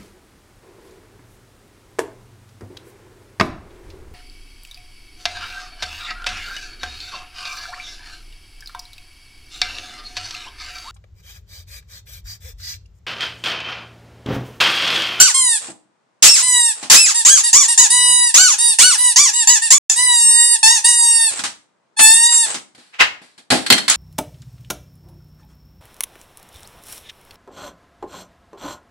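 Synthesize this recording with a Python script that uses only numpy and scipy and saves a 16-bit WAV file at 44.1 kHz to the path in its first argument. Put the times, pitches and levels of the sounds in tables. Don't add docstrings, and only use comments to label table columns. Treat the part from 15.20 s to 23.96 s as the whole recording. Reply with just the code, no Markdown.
import sys
import numpy as np
from scipy import signal
from scipy.fft import rfft, irfft, next_fast_len
from scipy.io import wavfile
from scipy.ndimage import uniform_filter1d

SR = 44100
rng = np.random.default_rng(int(sys.argv[2]) if len(sys.argv) > 2 else 0)


def generate_wav(signal):
    frames = np.transpose(np.atleast_2d(signal))
    scaled = np.clip(frames, -1, 1) * 32767
    pcm = np.round(scaled).astype(np.int16)
    wavfile.write(sys.argv[1], SR, pcm)


N = 386316

# f/Hz, level/dB
ROOM_TONE_COLOUR = [(45, -43), (130, -4.5), (1000, -4.5), (3000, -18.5), (9000, -25), (12000, -50)]
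# f/Hz, t60/s
ROOM_T60 = [(200, 0.48), (1400, 0.33), (9000, 0.31)]
# f/Hz, left minus right/dB
MIC_BALANCE = [(2300, 1.5), (5500, -0.5), (9000, -2.5)]
# peak t/s, level/dB, rise/s, fall/s
SCUFFS = [(7.747, -40, 0.014, 0.026), (7.812, -3.5, 0.012, 0.02)]
# f/Hz, level/dB
SCUFF_COLOUR = [(200, -24.5), (950, -9), (2000, -2), (2400, -4.5), (2800, -0.5), (3250, -9), (8000, -24.5),
                (14000, -47.5)]
# t/s, level/dB, t60/s, relative thump/dB
KNOCKS = [(7.548, -43.5, 0.1, -9.5), (7.578, -48, 0.7, -2.5), (8.016, -47, 0.5, -0.5),
          (8.178, -40.5, 0.16, -11.5), (8.303, -10, 0.27, -11.5), (8.319, -19.5, 0.32, 8),
          (8.463, -15, 0.07, -38), (8.502, 11.5, 0.02, -25.5), (8.524, 9, 0.02, -41),
          (8.58, -10, 0.05, -26), (8.68, -9, 0.13, -28.5), (8.698, -14.5, 0.37, -33)]
# f/Hz, level/dB
WOOD_COLOUR = [(150, -30), (1700, -0.5), (2800, -3.5), (4400, -0.5), (6200, -10.5), (8000, -5),
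               (10500, -12.5), (14000, -40)]
# f/Hz, level/dB, t60/s
KNOCK_MODES = [(2085, -9.5, 0.12), (3190, -5, 0.14), (4280, -2, 0.15)]
# f/Hz, level/dB
THUMP_COLOUR = [(50, -45.5), (190, -5.5), (290, -2), (440, -14.5), (770, -9), (3000, -51)]
# t/s, level/dB, t60/s, relative thump/dB, rise/s
POPS = [(0.481, -2.5, 0.0028, -31.5, 0.0053), (1.626, -25.5, 0.2, -9, 0.0021),
        (6.19, -18, 0.11, -19, 0.0022), (6.237, -17, 0.2, -20, 0.00093), (6.79, -1, 0.08, -25.5, 0.0087),
        (7.117, -21.5, 0.21, -28, 0.0064), (7.342, -20.5, 0.1558, -14, 0.0018)]
# f/Hz, level/dB
SHELL_COLOUR = [(400, -14.5), (900, 1.5), (9000, -0.5), (13000, -32.5)]
# t/s, length/s, level/dB
SIGHS = [(0.388, 0.15, -36.5), (1.541, 0.1, -37.5), (6.093, 0.12, -29.5), (7.25, 0.1, -26)]
# f/Hz, level/dB
SIGH_COLOUR = [(100, -15), (900, -1), (6200, -5.5), (8100, 7.5), (12000, -34.5)]
# f/Hz, level/dB
IN_RUSH = [(450, -49.5), (4000, -2.5), (8100, 0.5), (10000, -9), (12000, -44.5)]
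OUT_RUSH = [(220, -27.5), (1000, -11), (3000, -3), (7200, 2), (10500, -8), (16000, -31.5)]
# f/Hz, level/dB
IN_COLOUR = [(450, -54), (880, -14), (1900, -8.5), (2850, -12.5), (3800, -6.5), (6400, -12.5), (7600, -4),
             (9900, -3.5), (11400, -27.5), (16000, -55)]
OUT_COLOUR = [(400, -48.5), (850, -19), (1400, -15.5), (3000, -17.5), (7000, -6), (10300, -17),
              (12000, -37.5), (16000, -47)]
# t/s, length/s, top f/Hz, sag/(Hz/s), level/dB, opening accent/dB, low harmonics/dB, pipe f/Hz
REFILLS = [ (0.136, 0.26, 1117, 1036, -14, 2.5, -3, 7740), (1.217, 0.32, 1031, 386, -12.5, -4, 0, 8200),
           (1.937, 0.099, 965, 90, -10, -7.5, -0.5, 7560), (2.229, 0.086, 980, 91, -8.5, -6.5, -2.5, 8000),
           (2.475, 0.082, 983, 99.5, -9.5, -3, -1, 8300), (2.696, 0.43, 984.3, 36.4, -12, 2, -1, 8940),
           (3.378, 0.18, 954, 81, -10.5, -7.5, -2.5, 9040), (3.771, 0.17, 1001, 156, -9.5, -9.5, -1, 9300),
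           (4.125, 0.13, 974, 130, -9, -14.5, 1.5, 7750), (4.412, 0.086, 955, 123, -11.5, -4, 1.5, 8040),
           (5.638, 0.48, 966.3, 132, -12, 6, -0.5, 8830), ]
# (t/s, f/Hz, level/dB, low harmonics/dB)
HELD_REFILLS = [ (8670, [(4.752, 914, -20, -6), (4.791, 984, -13.5, 5), (4.843, 998.6, -12, 4),
                (4.999, 936.3, -12.5, 0), (5.075, 931.4, -11, -3), (5.115, 937, -10.5, -0.5),
                (5.215, 949.3, -8.5, 0), (5.272, 950.6, -12, -2.5), (5.35, 943, -11, -2),
                (5.374, 816, -20.5, 18)]), (7650, [(6.762, 864, -33, 7), (6.796, 877, -11.5, -0.5),
                (6.838, 874, -1.5, -1.5), (7.01, 927.3, -12, -1.5), (7.06, 938, -9, -2.5),
                (7.088, 950, -15.5, 9), (7.138, 949, -10.5, -3.5), (7.224, 925, -14.5, -2.5),
                (7.25, 882, -16, 0.5), (7.272, 790, -20.5, 9)]), ]
# t/s, length/s, top f/Hz, crest/length, push/dB, hold/dB, low harmonics/dB, relative rush/dB, pipe f/Hz
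SQUEEZES = [ (-0.04, 0.16, 1539, 0.47, 16.5, -10.5, 3, -5.5, 7670),
            (1.023, 0.2, 2748, 0.45, -0.5, -9, 0.5, 5, 7200),
            (1.698, 0.23, 2663, 0.49, 0, -10, 4, 6.5, 7140),
            (2.048, 0.17, 1640, 0.49, -4.5, -8.5, -0.5, -17, 7100),
            (2.328, 0.14, 1194, 0.47, -3.5, -8.5, -1, -23, 7000),
            (2.575, 0.099, 989, 0.4, -4, -7, 0.5, -24, 7050),
            (3.14, 0.21, 1522, 0.43, -4.5, -8.5, 3, -11, 6630),
            (3.585, 0.18, 1502, 0.48, -4.5, -10, 4, -5.5, 8550),
            (3.958, 0.15, 1185, 0.43, -4.5, -9.5, 3.5, -15, 5970),
            (4.271, 0.116, 982, 0.4, -4, -9, 1.5, -27.5, 7220),
            (4.503, 0.13, 1171, 0.46, -1.5, -12.5, 0.5, -17.5, 7050),
            (4.696, 0.055, 899, 0.17, -1.5, -13, -3.5, -15.5, 6980),
            (5.428, 0.17, 956, 0.61, -6, -11.5, 2.5, -27.5, 8600),
            (8.697, 0.037, 882, 0.21, 1, -15.5, -6, -16.5, 7000), ]

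INWARD = dict(colour=IN_COLOUR, rush_colour=IN_RUSH, pipe_db=7, rasp_db=-3.5, hiss_db=-49.5, gasp_db=-9,
              attack_s=0.01, release_s=0.022, rush_rise_s=0.01, rush_fall_s=0.085,
              jitter=0.032, wobble=0.0014, shade_db=2.0, flutter_db=0.96)
OUTWARD = dict(colour=OUT_COLOUR, rush_colour=OUT_RUSH, pipe_db=8, rasp_db=-4, hiss_db=-24, gasp_db=-13,
               attack_s=0.0028, release_s=0.0044, rush_rise_s=0.012, rush_fall_s=0.058,
               jitter=0.025, wobble=0.003, shade_db=2.06, flutter_db=1.5)
PIPE_WIDTH_HZ, LOW_TOP_HZ, BAND_EDGE_HZ = 870, 5840, 15800
RASP_GLIDE_PER_S, RASP_LOW_DB = 17, -4
OVERBLOW_HZ, OVERBLOW_SPAN_HZ, HALF_HARMONIC_DB = 1280, 210, -15
BREAK_ARCH, BREAK_WIDTH, BREAK_JUMP = 0.66, 0.019, 0.48


def amp(db):
    return 10 ** (np.asarray(db) / 20)


def unit(x):
    return x / np.sqrt(np.mean(x ** 2))


def curve_at(points, hz):
    f, value = np.transpose(points)
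    return np.interp(np.log(hz + 1), np.log(f), value)


def add(mix, start, sound):
    part = mix[:, max(round(start * SR), 0):][:, :sound.shape[1]]
    part += sound[:, :part.shape[1]]


def noise(colour, n, width=0.8):
    padded = next_fast_len(n, True)
    gain = amp(curve_at(colour, np.fft.rfftfreq(padded, 1 / SR)))
    mid, side = irfft(rfft(rng.standard_normal((2, padded))) * gain, padded)[:, :n]
    return unit(np.array([mid + width * side, mid - width * side]))


def drift(t, max_hz):
    speeds, phases = rng.random((2, 8, 1))
    return np.sin(2 * np.pi * (max_hz * speeds * t + phases)).sum(0) / 2


def room_tone(level_db=-65.5):
    return amp(level_db) * noise(ROOM_TONE_COLOUR, N)


def reverberate(direct, early_db=-6.5, tail_db=-8.5):
    hz, frame_s, spectrum = signal.stft(rng.standard_normal((2, SR)), SR)
    decay = amp(-60 * frame_s / curve_at(ROOM_T60, hz)[:, None])
    tail = signal.istft(spectrum * decay, SR)[1][:, :SR]
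    early = np.zeros_like(tail)
    delay_s = rng.uniform(.003, .02, size=(2, 8))
    echoes = rng.choice([-1, 1], delay_s.shape) / np.sqrt(delay_s)
    np.put_along_axis(early, (delay_s * SR).astype(int), echoes, 1)
    response = (amp(early_db) * unit(early) + amp(tail_db) * unit(tail)) / np.sqrt(SR)
    return direct + signal.fftconvolve(direct, response, axes=1)[:, :N]


def scuff(peak_s, level_db, rise_s, fall_s):
    t = np.arange(-SR // 10, SR // 10) / SR
    swell = np.exp(-(np.minimum(t, 0) / rise_s) ** 2 - np.maximum(t, 0) / fall_s)
    return peak_s + t[0], noise(SCUFF_COLOUR, len(t)) * swell * amp(level_db)


def impact(colour, rise_s, start, level_db, t60, thump_db):
    t = np.arange(SR // 2) / SR
    crack = noise(colour, len(t)) / 1000 ** (t / t60)
    thump = noise(THUMP_COLOUR, len(t), width=0.062) * amp(thump_db - 273.6 * t)
    return start, amp(level_db) * (crack + thump) * (1 - np.exp(-t / rise_s))


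def floor_ring(start, level_db, decay_s, thump_db, ring_db=-8, boom_hz=250, boom_db=-3, boom_t60=0.16):
    t = np.arange(SR // 2) / SR
    modes = sum(amp(db - 60 * t / t60) * np.sin(2 * np.pi * (hz * t + rng.random((2, 1))))
                for hz, db, t60 in KNOCK_MODES)
    ring = modes * amp(ring_db) * np.exp(-t / decay_s) / (1 + amp(thump_db))
    boom = amp(thump_db + boom_db) * np.sin(2 * np.pi * boom_hz * t) / 1000 ** (t / boom_t60)
    return start, amp(level_db) * (ring + boom)


def sigh(start, length, level_db, grain_db=2.5):
    t = np.arange(0, length, 1 / SR)
    draught = noise(SIGH_COLOUR, len(t)) * signal.windows.tukey(len(t), .5)
    return start, draught * amp(level_db + grain_db * drift(t, 120))


def overblow(hz):
    return np.clip((hz - OVERBLOW_HZ) / OVERBLOW_SPAN_HZ, 0, 1)


def reed(stroke, pipe_hz, rush_db, *, colour, rush_colour, pipe_db, rasp_db, hiss_db, gasp_db,
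         attack_s, release_s, rush_rise_s, rush_fall_s, jitter, wobble, shade_db, flutter_db):
    times, pitch, level_db, low_db = np.transpose(stroke)
    t = np.arange(times[0], times[-1] + 0.067, 1 / SR)
    age, left = t - times[0], times[-1] - t
    hz = uniform_filter1d(np.interp(t, times, pitch), size=600, mode="nearest")
    rasp = np.tanh(abs(np.gradient(np.log(hz))) * SR / RASP_GLIDE_PER_S)
    surge = np.exp(-(age / rush_fall_s) ** 2) * (1 - np.exp(-(age / rush_rise_s) ** 2))
    air = amp(rush_db) * surge + amp(hiss_db) + amp(rasp_db) * rasp ** 2
    slow_t, slow_hz = t[::32], hz[::32]
    slow_low_db = np.interp(slow_t, times, low_db) + RASP_LOW_DB * rasp[::32]
    shake = jitter * (air + rasp ** 2) * np.interp(t, slow_t, drift(slow_t, 400))
    shake += wobble * np.interp(t, slow_t, drift(slow_t, 70))
    cycles = np.cumsum(hz * (1 + shake)) / SR
    half_gain = amp(HALF_HARMONIC_DB) * overblow(slow_hz) * np.clip(1 + drift(slow_t, 35), 0, 2)
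    tone = power = 0
    for k in np.arange(1, BAND_EDGE_HZ / hz.min(), .5 if half_gain.any() else 1):
        f = k * slow_hz
        gain_db = curve_at(colour, f) + slow_low_db * np.exp(-(f / LOW_TOP_HZ) ** 6)
        gain_db += pipe_db * np.exp(-((f - pipe_hz) / PIPE_WIDTH_HZ) ** 2)
        gain_db += shade_db * drift(slow_t, 7) + flutter_db * drift(slow_t, 60)
        shift = np.interp(t, slow_t, 0.78 * np.sqrt(k / 8) * drift(slow_t, 2))
        height = np.interp(t, slow_t, amp(gain_db) * (f < SR / 2) * (half_gain if k % 1 else 1))
        phase = 2 * np.pi * k * cycles + 0.3 * k * k
        tone = tone + height * np.cos(np.float32([phase + shift, phase - shift]))
        power = power + height ** 2 / 2
    speaking = np.clip(left / release_s, 0, 1)
    gasp = amp(gasp_db - 272 * abs(left))
    rush = (air + gasp) * noise(rush_colour, len(t))
    sound = (speaking * tone / np.sqrt(power) + rush) / np.sqrt(1 + air ** 2)
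    edges = np.minimum(age / attack_s, 1) ** 2 * np.minimum(age[::-1] / 0.099, 1)
    return times[0], sound * edges * amp(np.interp(t, times, level_db))


def refill(start, length, top_hz, sag_hz_per_s, level_db, accent_db, low_db,
           open_s=0.014, close_s=0.019, accent_s=0.04, fade_s=0.034, fade_db=-12):
    age = np.arange(0, length, 1 / SR)
    left = length - age
    flat = 0.1 * np.exp(-age / open_s) + 0.22 * np.exp(-left / close_s)
    hz = (top_hz - sag_hz_per_s * age) * (1 - flat)
    swell_db = accent_db * np.exp(-age / accent_s) + fade_db * np.exp(-left / fade_s)
    return np.column_stack([start + age, hz, level_db + swell_db, np.full(len(age), low_db)])


def squeeze(start, length, top_hz, crest, push_db, hold_db, low_db,
            onset_hz=874.5, stall_hz=818, push_share=0.42, grip_db=-1.5, spent_db=-5.5):
    t = np.arange(max(start, 0), start + length, 1 / SR)
    done = (t - start) / length
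    skewed = done ** (np.log(.5) / np.log(crest))
    arch = abs(np.sin(np.pi * skewed)) ** 1.4
    upper_register = (1 + np.tanh((arch - BREAK_ARCH) / BREAK_WIDTH)) / 2
    arch += overblow(top_hz) * BREAK_JUMP * (1 - arch) * upper_register
    slack_hz = onset_hz + (stall_hz - onset_hz) * done
    hz = slack_hz + (top_hz - slack_hz) * arch
    level_db = np.interp(done, [0, push_share * crest, crest, 1],
                         [push_db + grip_db, push_db, hold_db, hold_db + spent_db])
    return np.column_stack([t, hz, level_db, np.full(len(t), low_db)])


def scene():
    mix = np.zeros((2, N))
    for *gesture, rush_db, pipe_hz in SQUEEZES:
        add(mix, *reed(squeeze(*gesture), pipe_hz, rush_db, **OUTWARD))
    free_refills = [(pipe_hz, refill(*gesture)) for *gesture, pipe_hz in REFILLS]
    for pipe_hz, stroke in free_refills + HELD_REFILLS:
        add(mix, *reed(stroke, pipe_hz, rush_db=-15.5, **INWARD))
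    for row in SIGHS:
        add(mix, *sigh(*row))
    for *row, rise_s in POPS:
        add(mix, *impact(SHELL_COLOUR, rise_s, *row))
    for row in KNOCKS:
        add(mix, *impact(WOOD_COLOUR, 0.0011, *row))
        add(mix, *floor_ring(*row))
    for row in SCUFFS:
        add(mix, *scuff(*row))
    return reverberate(mix) + room_tone()


def record(dry, ceiling=0.84, low_cut_hz=55, dropout_s=(4.582, 4.694)):
    t = np.arange(N) / SR
    balance_db = curve_at(MIC_BALANCE, np.fft.rfftfreq(N, 1 / SR))
    heard = irfft(rfft(dry) * amp([balance_db / 2, -balance_db / 2]), N)
    clipped = np.clip(heard, -ceiling, ceiling)
    high_passed = signal.lfilter(*signal.butter(2, low_cut_hz, "high", fs=SR), clipped)
    live = (t < dropout_s[0]) | (t > dropout_s[1])
    low_pass = signal.firwin(255, BAND_EDGE_HZ, window="blackman", fs=SR)
    return signal.oaconvolve(high_passed * live, low_pass[None], "same", axes=1)


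dry = scene()
out = record(dry)
generate_wav(out)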